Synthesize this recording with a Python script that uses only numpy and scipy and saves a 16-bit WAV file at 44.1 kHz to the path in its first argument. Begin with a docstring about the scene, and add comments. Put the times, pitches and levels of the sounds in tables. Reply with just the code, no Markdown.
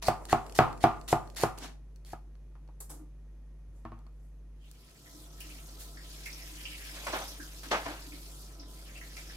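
"""Crunching knife strokes shred cabbage, each ending in a knock on a thick wooden board in a small kitchen.
Strokes are crackling noise with singing steel; knocks are decaying modes with a crack and a rattle.
Hands move the shreds to a bowl and lay the knife down; then water, shaped noise, runs and sloshes in a
sink further off. Sparse-tap echoes, room tone and mains hum lie around it; the hardest blows clip."""
import sys
import numpy as np
from scipy import signal
from scipy.fft import rfft, irfft, next_fast_len
from scipy.io import wavfile
from scipy.ndimage import uniform_filter1d

SR = 44100
rng = np.random.default_rng(int(sys.argv[2]) if len(sys.argv) > 2 else 0)


def output_pcm(signal):
    """Save a mono or channel-first signal as 16-bit PCM at the path in sys.argv[1].

    Samples are clipped to [-1, 1] before scaling.
    """
    pcm = np.clip(np.atleast_2d(signal).T, -1, 1) * 32767
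    wavfile.write(sys.argv[1], SR, np.round(pcm).astype(np.int16))


N = 412776

# board modes: pitch_hz, level_db, t60_s (at ring factor 1)
BOARD_MODES = [(111.2, -9, .26), (144.1, -6, 0.15), (236.6, -10, 0.21), (330.6, -7.5, .16),
               (398.3, -10.5, 0.18), (641, -12.5, .2), (700.3, -4.5, 0.17), (752.5, -7.5, .2),
               (736.3, 0, 0.09), (791.5, -4.5, 0.11), (838, -15.5, .2), (860, -16, 0.34),
               (1071, -18.5, .14), (1100, -19, .2), (1200, -14, 0.38), (1180, -13.5, .07),
               (1265, -16, 0.22), (1257, -23, .2), (1422, -16.5, 0.27), (1710, -17, .14)]
# cabbage crunch spectrum: freq_hz, density_db_per_hz
CRUNCH_SPECTRUM = [(120, -28.5), (200, -4), (394, -5.5), (538, -16.5), (659, -3.5), (1320, -10.5),
                   (1740, -8), (3070, -9), (4350, -8), (4950, -7.5), (11900, -13.5), (16000, -25.5)]
# blade resonances: pitch_hz, width_hz, level_db
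BLADE_MODES = [(4420, 130, -1), (1920, 120, -6), (6330, 120, -10), (6960, 140, -6), (11180, 200, -10),
               (12460, 200, -10.5)]
# steel basin or vessel resonance: pitch_hz, width_hz
BASIN_MODE = (308, 44)
# left-right likeness of noise and modes: freq_hz, correlation
LIKENESS = [(60, 0.92), (290, 0.86), (640, .85), (1400, 0.8), (3100, 0.12), (15000, 0.18)]
PATCH_DB = 2.4  # depth of the colour patches in spray and crunch
FADE_S = (4.55, 5.4)  # start and end of the wash's fade-in and the hum's cross-fade


def chop(wood, leaves):
    """Each stroke crunches through leaves and ends in a blow; edgier blows gain bass, treble and crack."""
    # strokes: bite_s, wood_s, bite_db, end_db, tilt_db_per_octave, ring_peak_db, edge_db
    chops = [(0.019, .084, -42.5, -35, 0.5, -6.5, -6), (0.285, .329, -46.5, -35, -1, -4, -7.5),
             (0.548, .589, -40.5, -41, 1.9, -0.5, -2), (0.803, .840, -52.5, -37, -1.5, -1, -6),
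             (1.077, 1.128, -40, -36, 1, -5, -8.5), (1.361, 1.435, -40, -35, 1, -8.5, -3),
             (2.056, 2.133, -58.5, -56, 1.5, -26, -5)]
    bass_per_edge, crack_offset_db = 0.5, -5.5  # dB per dB, dB
    ring_factor, ring_per_db = 0.96, 0.0158  # weak blows ring shorter
    for bite_s, wood_s, bite_db, end_db, tilt_db, peak_db, edge_db in chops:
        add(leaves, bite_s, stroke(wood_s - bite_s, bite_db, end_db, tilt_db))
        ring = ring_factor + ring_per_db * peak_db
        hit = blow(BOARD_MODES, peak_db, bass_per_edge * edge_db, edge_db, edge_db + crack_offset_db, ring)
        add(wood, wood_s, hit)


def stroke(length_s, bite_db, end_db, tilt_db):
    """Cells burst by the thousand, unevenly, until the edge stops on the wood; the steel sings along."""
    sag_db, steel_db = -3, -11.5
    t = np.arange(round((length_s + 0.036) * SR)) / SR
    half_db = (bite_db + end_db) / 2 + sag_db
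    points_s = [0, .005, length_s / 2, length_s, length_s + 0.024]
    level_db = np.interp(t, points_s, [bite_db - 10, bite_db, half_db, end_db, end_db - 25])
    fibres = patchy(noise(CRUNCH_SPECTRUM, len(t), tilt_db, grain_db=2.1), PATCH_DB, 1.3)
    steel = gain_of(steel_db) * singing(BLADE_MODES, len(t), grain_db=4.5)
    return gain_of(level_db) * (fibres + steel)


def blow(modes, peak_db, bass_db, treble_db, crack_db, ring_factor):
    """The modes ring, each a little differently at the two ears, over a short crack and a dense rattle."""
    # edge meeting wood: freq_hz, density_db_per_hz
    crack_spectrum = [(180, -50), (300, -0.5), (762, -5), (1250, -9), (2610, -25.5), (3190, -48),
                      (4440, -25), (5430, -41.5), (16000, -59.5)]
    # dense upper modes: freq_hz, density_db_per_hz
    rattle_spectrum = [(150, -29.5), (350, -14), (520, -22.5), (750, -1), (1300, -3), (1600, -15.5),
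                       (2600, -19), (3300, -26), (9000, -45)]
    t = np.arange(SR // 4) / SR
    hz, mode_db, t60_s = np.transpose(modes)[:, :, None]
    tone_db = read([(250, bass_db), (750, 0.01), (1200, treble_db)], hz)
    mode_db = mode_db + tone_db + 1.7 * rng.standard_normal(hz.shape)
    hz = hz * (1 + 0.0027 * rng.standard_normal(hz.shape))  # each mode's pitch varies slightly from blow to blow
    likeness = np.clip(read(LIKENESS, hz), -1, 1)
    phase_rad = .6 * np.arccos(likeness) * rng.choice([-.5, .5], hz.shape)
    fall_db = -60 * t / ring_factor
    decay = gain_of(mode_db + fall_db / t60_s)
    ears = [(decay * np.sin(2 * np.pi * hz * t + ear * phase_rad)).sum(0) for ear in (1, -1)]
    ring = np.array(ears)
    ring *= np.minimum(t / 0.0012, 1) / abs(ring).max()
    crack = gain_of(crack_db - 60 * t / .03) * noise(crack_spectrum, len(t))
    late_return = gain_of(-30 - 8.7 * ((t - .135) / 0.014) ** 2) * ring_factor ** 4
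    swell = (gain_of(fall_db / 0.31) + late_return) * np.minimum(t / 0.0092, 1)
    rattle = gain_of(-17 + treble_db) * swell * noise(rattle_spectrum, len(t))
    fade_out = np.minimum((t[-1] - t) / 0.058, 1)
    return gain_of(peak_db) * (ring + crack + rattle) * fade_out


def sweep(leaves):
    """The blade sweeps shreds aside: swelling bursts of crunch noise."""
    # sweeps: start_s, level_db, rise_s, t60_s, tilt_db_per_octave
    sweeps = [(1.572, -49, .006, .25, -1.5), (1.6, -41.5, .045, .2, -3)]
    for start_s, *settings in sweeps:
        add(leaves, start_s, burst(CRUNCH_SPECTRUM, *settings, flicker_db=2.0))


def tick_ribs(leaves):
    """The edge ticks on single ribs."""
    # ticks: start_s, level_db (before a common trim), tilt_db_per_octave
    ticks = [(0.2532, -34.5, 1), (0.465, -40, -1.5), (0.4966, -38, -1), (0.524, -39, 0),
             (0.7283, -37.5, -4), (0.7766, -44, -1), (1.0133, -41, -1.5), (1.275, -43, -3.5),
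             (1.3007, -43, 0), (1.3484, -46, 2), (1.5863, -35, 8), (1.96, -50, 3), (2.049, -46, 1.5),
             (2.09, -51, 2), (2.354, -53, -5), (2.677, -55, -4), (3.99, -58, 2.5), (4.066, -51, -5),
             (4.7137, -41, 6)]
    for start_s, *settings in ticks:
        add(leaves, start_s, tick(*settings))


def tick(level_db, tilt_db):
    """A snap of a few ms with a short ring of the blade's first resonance."""
    t = np.arange(800) / SR
    snap = gain_of(-60 * t / .012) * noise(CRUNCH_SPECTRUM, len(t), tilt_db)
    ring = gain_of(-13.5 - 60 * t / .03) * singing(BLADE_MODES[:1], len(t))
    return gain_of(level_db - 4.0) * (snap + ring)


def rustle(leaves):
    """Shreds dropped or brushed aside: noise bursts, the first a faint stir under the chopping."""
    # rustles: start_s, level_db, rise_s, t60_s, tilt_db_per_octave
    rustles = [(0, -52, 0.28, 9, -6), (2.802, -42.5, 0.003, 0.15, 0.5), (2.892, -44, 0.011, .22, -1.5),
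               (3.72, -71.5, 0.052, 0.51, -3.5), (4.1, -76.5, 0.16, 0.4, 1.5)]
    # loose shreds: freq_hz, density_db_per_hz
    shred_spectrum = [(200, -20.5), (350, -10), (750, -6.5), (1400, -13), (3000, -23.5), (7600, -7),
                      (11500, -7.5), (16000, -21.5)]
    for start_s, *settings in rustles:
        add(leaves, start_s, burst(shred_spectrum, *settings))


def knock_board(wood):
    """Hands knock the board's modes; more treble brings more crack and a shorter ring."""
    # knocks: start_s, ring_peak_db, bass_db, treble_db
    knocks = [(2.554, -52, -1, 9), (2.688, -55.5, -4, 12), (2.81, -46, -3, -5), (2.905, -48, 5, -9),
              (2.994, -47, 7.5, -1)]
    for start_s, peak_db, bass_db, treble_db in knocks:
        crack_db = -13 + 1.2 * treble_db
        ring = max(0.7 - .03 * treble_db, .2)
        add(wood, start_s, blow(BOARD_MODES, peak_db, bass_db, treble_db, crack_db, ring))


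def lay_knife(wood):
    """The knife is laid down and rocks on the board: blows on the modes of the two together."""
    # contacts: start_s, ring_peak_db, ring_factor
    contacts = [(3.852, -30, 0.71), (3.919, -36, 0.9), (3.991, -51.5, 0.82), (4.065, -49.5, 0.52)]
    # modes: pitch_hz, level_db, t60_s (at ring factor 1)
    knife_modes = [(107, -2.5, 0.27), (232.4, -1.5, 0.21), (325, -5.5, 0.21), (640, -0.5, 0.065),
                   (1100, -3, 0.15), (1204, -5.5, 0.11), (1770, -12.5, 0.071), (2280, -19, 0.05)]
    for start_s, peak_db, ring in contacts:
        add(wood, start_s, blow(knife_modes, peak_db, bass_db=0.5, treble_db=-0.5, crack_db=-12.5,
                                ring_factor=ring))


def run_water(sink):
    """Spray, mist and coarser splashing follow the flow; the low wash and humming basin fade in and hold."""
    # flow: time_s, spray_level_db, splash_re_spray_db
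    flow = [(4.5, -98, 2), (4.66, -70, 0.5), (5.22, -58.5, -13), (5.3, -65, -10), (5.46, -55, -3),
            (5.93, -59.5, -16), (5.97, -60, -1.5), (6.14, -54, -4.5), (7.03, -50, -0.5), (7.15, -47.5, 1),
            (7.29, -50, -10), (7.34, -53.5, -4), (7.63, -55, -11), (7.75, -51.5, 7), (7.95, -54.5, -4.5),
            (8.42, -56.5, -14), (8.64, -66, -0.5), (8.71, -58.5, -15), (8.86, -57, -2.5), (9.36, -56, -2)]
    # spectra: freq_hz, density_db_per_hz
    spray_spectrum = [(2400, -30), (3400, -18.5), (5200, -17), (6800, -20), (9000, -44)]
    mist_spectrum = [(5500, -28), (7200, -5), (9000, -3.5), (14500, -8.5), (16000, -19)]
    splash_spectrum = [(1000, -50), (1600, -4), (2400, -1.5), (3200, -4.5), (4500, -24)]
    wash_spectrum = [(150, -0.5), (350, -2), (650, -6), (1000, -11.5), (1400, -9), (2400, -43)]
    # the basin rings under the wash: pitch_hz, width_hz, level_db
    basin_ring = [(674.6, 10, -13), (1009.6, 13, -14), (1307, 32, -13.5)]
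    mist_db, mist_per_coarse = -2.5, -0.24  # dB, dB per dB: coarser splashing, less mist
    wash_db, basin_db = -60, -67.5
    time_s, level_db, coarse_db = np.transpose(flow)
    t = np.arange(time_s[0], N / SR, 1 / SR)
    level_db, coarse_db = np.interp(t, time_s, level_db), np.interp(t, time_s, coarse_db)
    mist_gain = gain_of(mist_db + mist_per_coarse * coarse_db)
    mist = mist_gain * patchy(noise(mist_spectrum, len(t), grain_db=1.6), 1.5, 1.6)
    spray = patchy(noise(spray_spectrum, len(t), grain_db=0.8), PATCH_DB, 1.7)
    splash = gain_of(coarse_db) * patchy(noise(splash_spectrum, len(t), grain_db=-0.9), 3.9, 1.3)
    wash = noise(wash_spectrum, len(t), grain_db=1.5) + singing(basin_ring, len(t))
    basin = noise(bump(*BASIN_MODE), len(t))
    steady = gain_of(wash_db) * wash + gain_of(basin_db) * basin
    add(sink, time_s[0], gain_of(level_db) * (mist + spray + splash) + np.interp(t, FADE_S, [0, 1]) * steady)


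def slosh(sink):
    """Water thrown against the basin: noise bursts, dull sloshes and bright surges."""
    # sloshes: start_s, level_db, rise_s, t60_s, tilt_db_per_octave
    sloshes = [(5.402, -43, .0024, 0.16, 15.5), (5.78, -45, .03, 0.31, 12.5), (6.256, -43, .003, 0.2, 11.5),
               (6.92, -49.5, 0.042, 0.91, -1), (7.066, -32.5, 0.0032, 0.33, 1),
               (7.122, -31, 0.017, 0.41, -0.5), (7.631, -44.5, 0.0031, 0.36, 6.5),
               (7.709, -24, .008, 0.34, 0.55), (7.85, -36, .014, 0.41, 0.5), (8.693, -59, .003, 0.22, 21),
               (9.165, -45.5, .003, 0.32, 9.5)]
    # slosh: freq_hz, density_db_per_hz
    slosh_spectrum = [(80, -33), (200, -12.5), (420, -6.5), (650, -0.5), (1250, -4), (2200, -10),
                      (6000, -22.5), (16000, -45.5)]
    for start_s, *settings in sloshes:
        add(sink, start_s, burst(slosh_spectrum, *settings, flicker_db=1.45))


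def plop_drops(drops):
    """Single splats of water."""
    # splats: start_s, level_db, pitch_hz
    plops = [(5.0586, -53, 2010), (5.4038, -43.5, 2770), (5.97, -47, 1800), (6.2584, -35, 2280),
             (6.327, -41, 5500), (6.4183, -48, 5430), (6.6515, -34, 2850), (7.2769, -40, 5560),
             (7.3982, -42.5, 1600), (8.1194, -46, 2350), (8.594, -47, 5170), (8.9536, -44.5, 2700),
             (9.011, -44, 1970), (9.1663, -40, 2280), (9.295, -48, 1740)]
    for start_s, *settings in plops:
        add(drops, start_s, plop(*settings))


def plop(level_db, hz):
    """A cluster of bubbles of nearly one size bursts and dies away."""
    t60_s, rise_s = .07, 0.004
    t = np.arange(SR // 5) / SR
    shape = gain_of(level_db - 60 * t / t60_s) * np.minimum(t / rise_s, 1)
    return shape * noise(bump(hz, 0.18 * hz), len(t), grain_db=1.5)


def boom_vessel(sink):
    """A hollow steel vessel booms softly at its resonance, as shreds or water land in it."""
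    # booms: start_s, level_db
    booms = [(2.9, -57), (2.985, -56), (5.12, -52.5), (5.44, -52), (6.5, -60), (6.661, -58), (6.891, -55),
             (7.11, -49.5), (7.38, -49.5), (7.64, -48), (7.71, -44), (7.85, -43.5), (8.039, -53.5),
             (8.1, -49), (8.569, -51.5)]
    for start_s, level_db in booms:
        add(sink, start_s, burst(bump(*BASIN_MODE), level_db, rise_s=.035, t60_s=.3, tilt_db=0))


def thud_counter(sink):
    """The counter thuds at one low resonance when leaned on and under the heaviest sloshes."""
    # thuds: start_s, level_db
    thuds = [(3.675, -53), (7.07, -54), (7.71, -50), (7.85, -44.5)]
    # counter: pitch_hz, width_hz, rise_s, t60_s
    counter = (105, 25, .012, 0.23)
    hz, width_hz, rise_s, t60_s = counter
    for start_s, level_db in thuds:
        add(sink, start_s, burst(bump(hz, width_hz), level_db, rise_s, t60_s, tilt_db=0))


def kitchen(x):
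    """Sparse taps of random sign, each band dying at its own speed, other taps for each ear."""
    # reverberation: freq_hz, t60_s
    decay_times = [(100, 0.71), (700, 0.39), (2000, 0.27), (5000, 0.28), (12000, 0.25)]
    taps = np.zeros((2, SR // 2))
    slots = np.arange(200, SR // 2 - 20, 20)
    at = slots + rng.integers(0, 20, (2, len(slots)))
    np.put_along_axis(taps, at, rng.choice([-1., 1.], (2, len(slots))), 1)
    hz, t, z = signal.stft(taps, SR, nperseg=256)
    decay = gain_of(-60 * t / read(decay_times, hz)[:, None])
    tail = signal.istft(z * decay, SR, nperseg=256)[1]
    return signal.oaconvolve(x, tail / np.linalg.norm(tail[0]), axes=1)[:, :N]


def room_tone():
    """Steady coloured noise with faint narrow whines."""
    # air: freq_hz, density_db_per_hz
    air_spectrum = [(15, -9), (30, 1), (80, -2.5), (125, 4.5), (200, -3.5), (310, -3.5), (500, -10),
                    (800, -17.5), (2000, -25.5), (4500, -31.5), (6000, -30.5), (8000, -35.5),
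                    (10500, -32.5), (16000, -44)]
    # whines: pitch_hz, width_hz, level_db
    whines = [(1870, 23, -90.5), (2470, 28, -92.5), (6140, 34, -93), (10340, 170, -95)]
    air_db = -64
    return gain_of(air_db) * noise(air_spectrum, N) + singing(whines, N)


def hum():
    """Two stretches of mains hum, nearly half a cycle out of step, cancel where they cross-fade."""
    # flat-topped mains wave: multiple, level_db_rms
    harmonics = [(1, -48), (3, -63.5), (5, -79)]
    mains_hz, slip_cycles = 50, .43
    t = np.arange(N) / SR
    later = np.interp(t, FADE_S, [0, 1])

    def wave(slip):
        cycles = mains_hz * t + slip
        return sum(gain_of(db) * np.sqrt(2) * np.sin(2 * np.pi * k * cycles) for k, db in harmonics)

    return (1 - later) * wave(0) + later * wave(slip_cycles)


def burst(spectrum, level_db, rise_s, t60_s, tilt_db, flicker_db=1.5):
    """A lumpy burst of noise swells quickly and dies away, cut off after 1.7 s at most."""
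    t = np.arange(round(min(rise_s + t60_s, 1.7) * SR)) / SR
    shape = np.minimum(t / rise_s, 1) * gain_of(-60 * np.maximum(t - rise_s, 0) / t60_s)
    lumpy = patchy(noise(spectrum, len(t), tilt_db, grain_db=0.05), 1.5, flicker_db)
    return gain_of(level_db) * shape * lumpy


def singing(modes, size, grain_db=0.):
    """Noise ringing in a set of narrow resonances."""
    hz, width_hz, db = np.transpose(modes)[:, :, None]
    grid_hz = np.geomspace(100, 16000, num=2000)
    power = (gain_of(db) ** 2 / width_hz / (1 + (2 * (grid_hz - hz) / width_hz) ** 4)).sum(0)
    spectrum = np.transpose([grid_hz, 10 * np.log10(power)])
    return np.linalg.norm(gain_of(db)) * noise(spectrum, size, grain_db=grain_db)


def bump(hz, width_hz):
    """Spectrum of one resonance."""
    far = 4 * width_hz
    return [(max(hz - far, 20), -60), (hz - width_hz, -12), (hz, 0), (hz + width_hz, -12), (hz + far, -60)]


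def noise(spectrum, size, tilt_db=0., grain_db=0.):
    """Two-channel coloured noise of rms 1; grain_db makes it crackle, tilt_db turns it about 3 kHz."""
    n = next_fast_len(size)
    hz = np.fft.rfftfreq(n, 1 / SR)
    grains = np.minimum(rng.exponential(1, n // 32 + 1), 5)
    lumps = np.repeat(gain_of(grain_db * grains), 32)[:n]  # under 1 ms each
    a, b = rfft(rng.standard_normal((2, n)) * lumps)
    same = np.clip(read(LIKENESS, hz), -1, 1)
    z = np.array([a, same * a + np.sqrt(1 - same ** 2) * b])
    colour_db = read(spectrum, hz) + tilt_db * np.log2((hz + 200) / 3000)
    return evened(irfft(z * gain_of(colour_db), n)[:, :size])


def patchy(x, patch_db, flicker_db):
    """Drifting patches of colour, and brief flickers shared by wide bands."""
    hz, t, z = signal.stft(x, SR, nperseg=256)
    a, b = rng.standard_normal((2, len(t), len(hz))).transpose(0, 2, 1)
    patches = evened(uniform_filter1d(uniform_filter1d(a, size=5, axis=0), size=16, axis=1))
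    flicker = evened(uniform_filter1d(uniform_filter1d(b, size=40, axis=0), size=3, axis=1))
    varied = z * gain_of(patch_db * patches + flicker_db * flicker)
    return evened(signal.istft(varied, SR, nperseg=256)[1][:, :x.shape[1]])


def from_right(x, lag_samples):
    """The left ear hears it late."""
    return np.array([np.roll(x[0], lag_samples), x[1]])


def gain_of(db):
    """Amplitude factor of a level in dB."""
    return 10 ** (np.asarray(db) / 20)


def evened(x):
    """Scale to rms 1."""
    return x / np.sqrt(np.mean(x ** 2) + 1e-20)


def read(points, hz):
    """Interpolate a table over log frequency."""
    f, value = np.transpose(points)
    return np.interp(np.log(hz + 1), np.log(f + 1), value)


def add(mix, start_s, sound):
    """Mix a sound in at its start time, cut at the end of the mix."""
    part = mix[:, round(start_s * SR):][:, :sound.shape[1]]
    part += sound[:, :part.shape[1]]


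def scene():
    """Board and leaves near, sink further off, with echoes, room tone and hum."""
    wood, leaves, sink, drops = np.zeros((4, 2, N))
    chop(wood, leaves)
    sweep(leaves)
    tick_ribs(leaves)
    rustle(leaves)
    knock_board(wood)
    lay_knife(wood)
    run_water(sink)
    slosh(sink)
    plop_drops(drops)
    boom_vessel(sink)
    thud_counter(sink)
    echoes = kitchen(gain_of(-16.5) * wood + gain_of(-8.0) * leaves + gain_of(1.0) * drops)
    near = from_right(wood + leaves, lag_samples=2)
    far = from_right(sink + drops, lag_samples=7)
    return near + far + echoes + room_tone() + hum()


def record(dry):
    """A hard knee clips the loudest blows; then the band limit."""
    ceiling, edge_hz = .35, 15900
    clipped = dry / (1 + abs(dry / ceiling) ** 8) ** (1 / 8)
    lowpass = signal.firwin(511, edge_hz, window=("kaiser", 9), fs=SR)
    return signal.oaconvolve(clipped, lowpass[None], "same")


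dry = scene()
out = record(dry)
output_pcm(out)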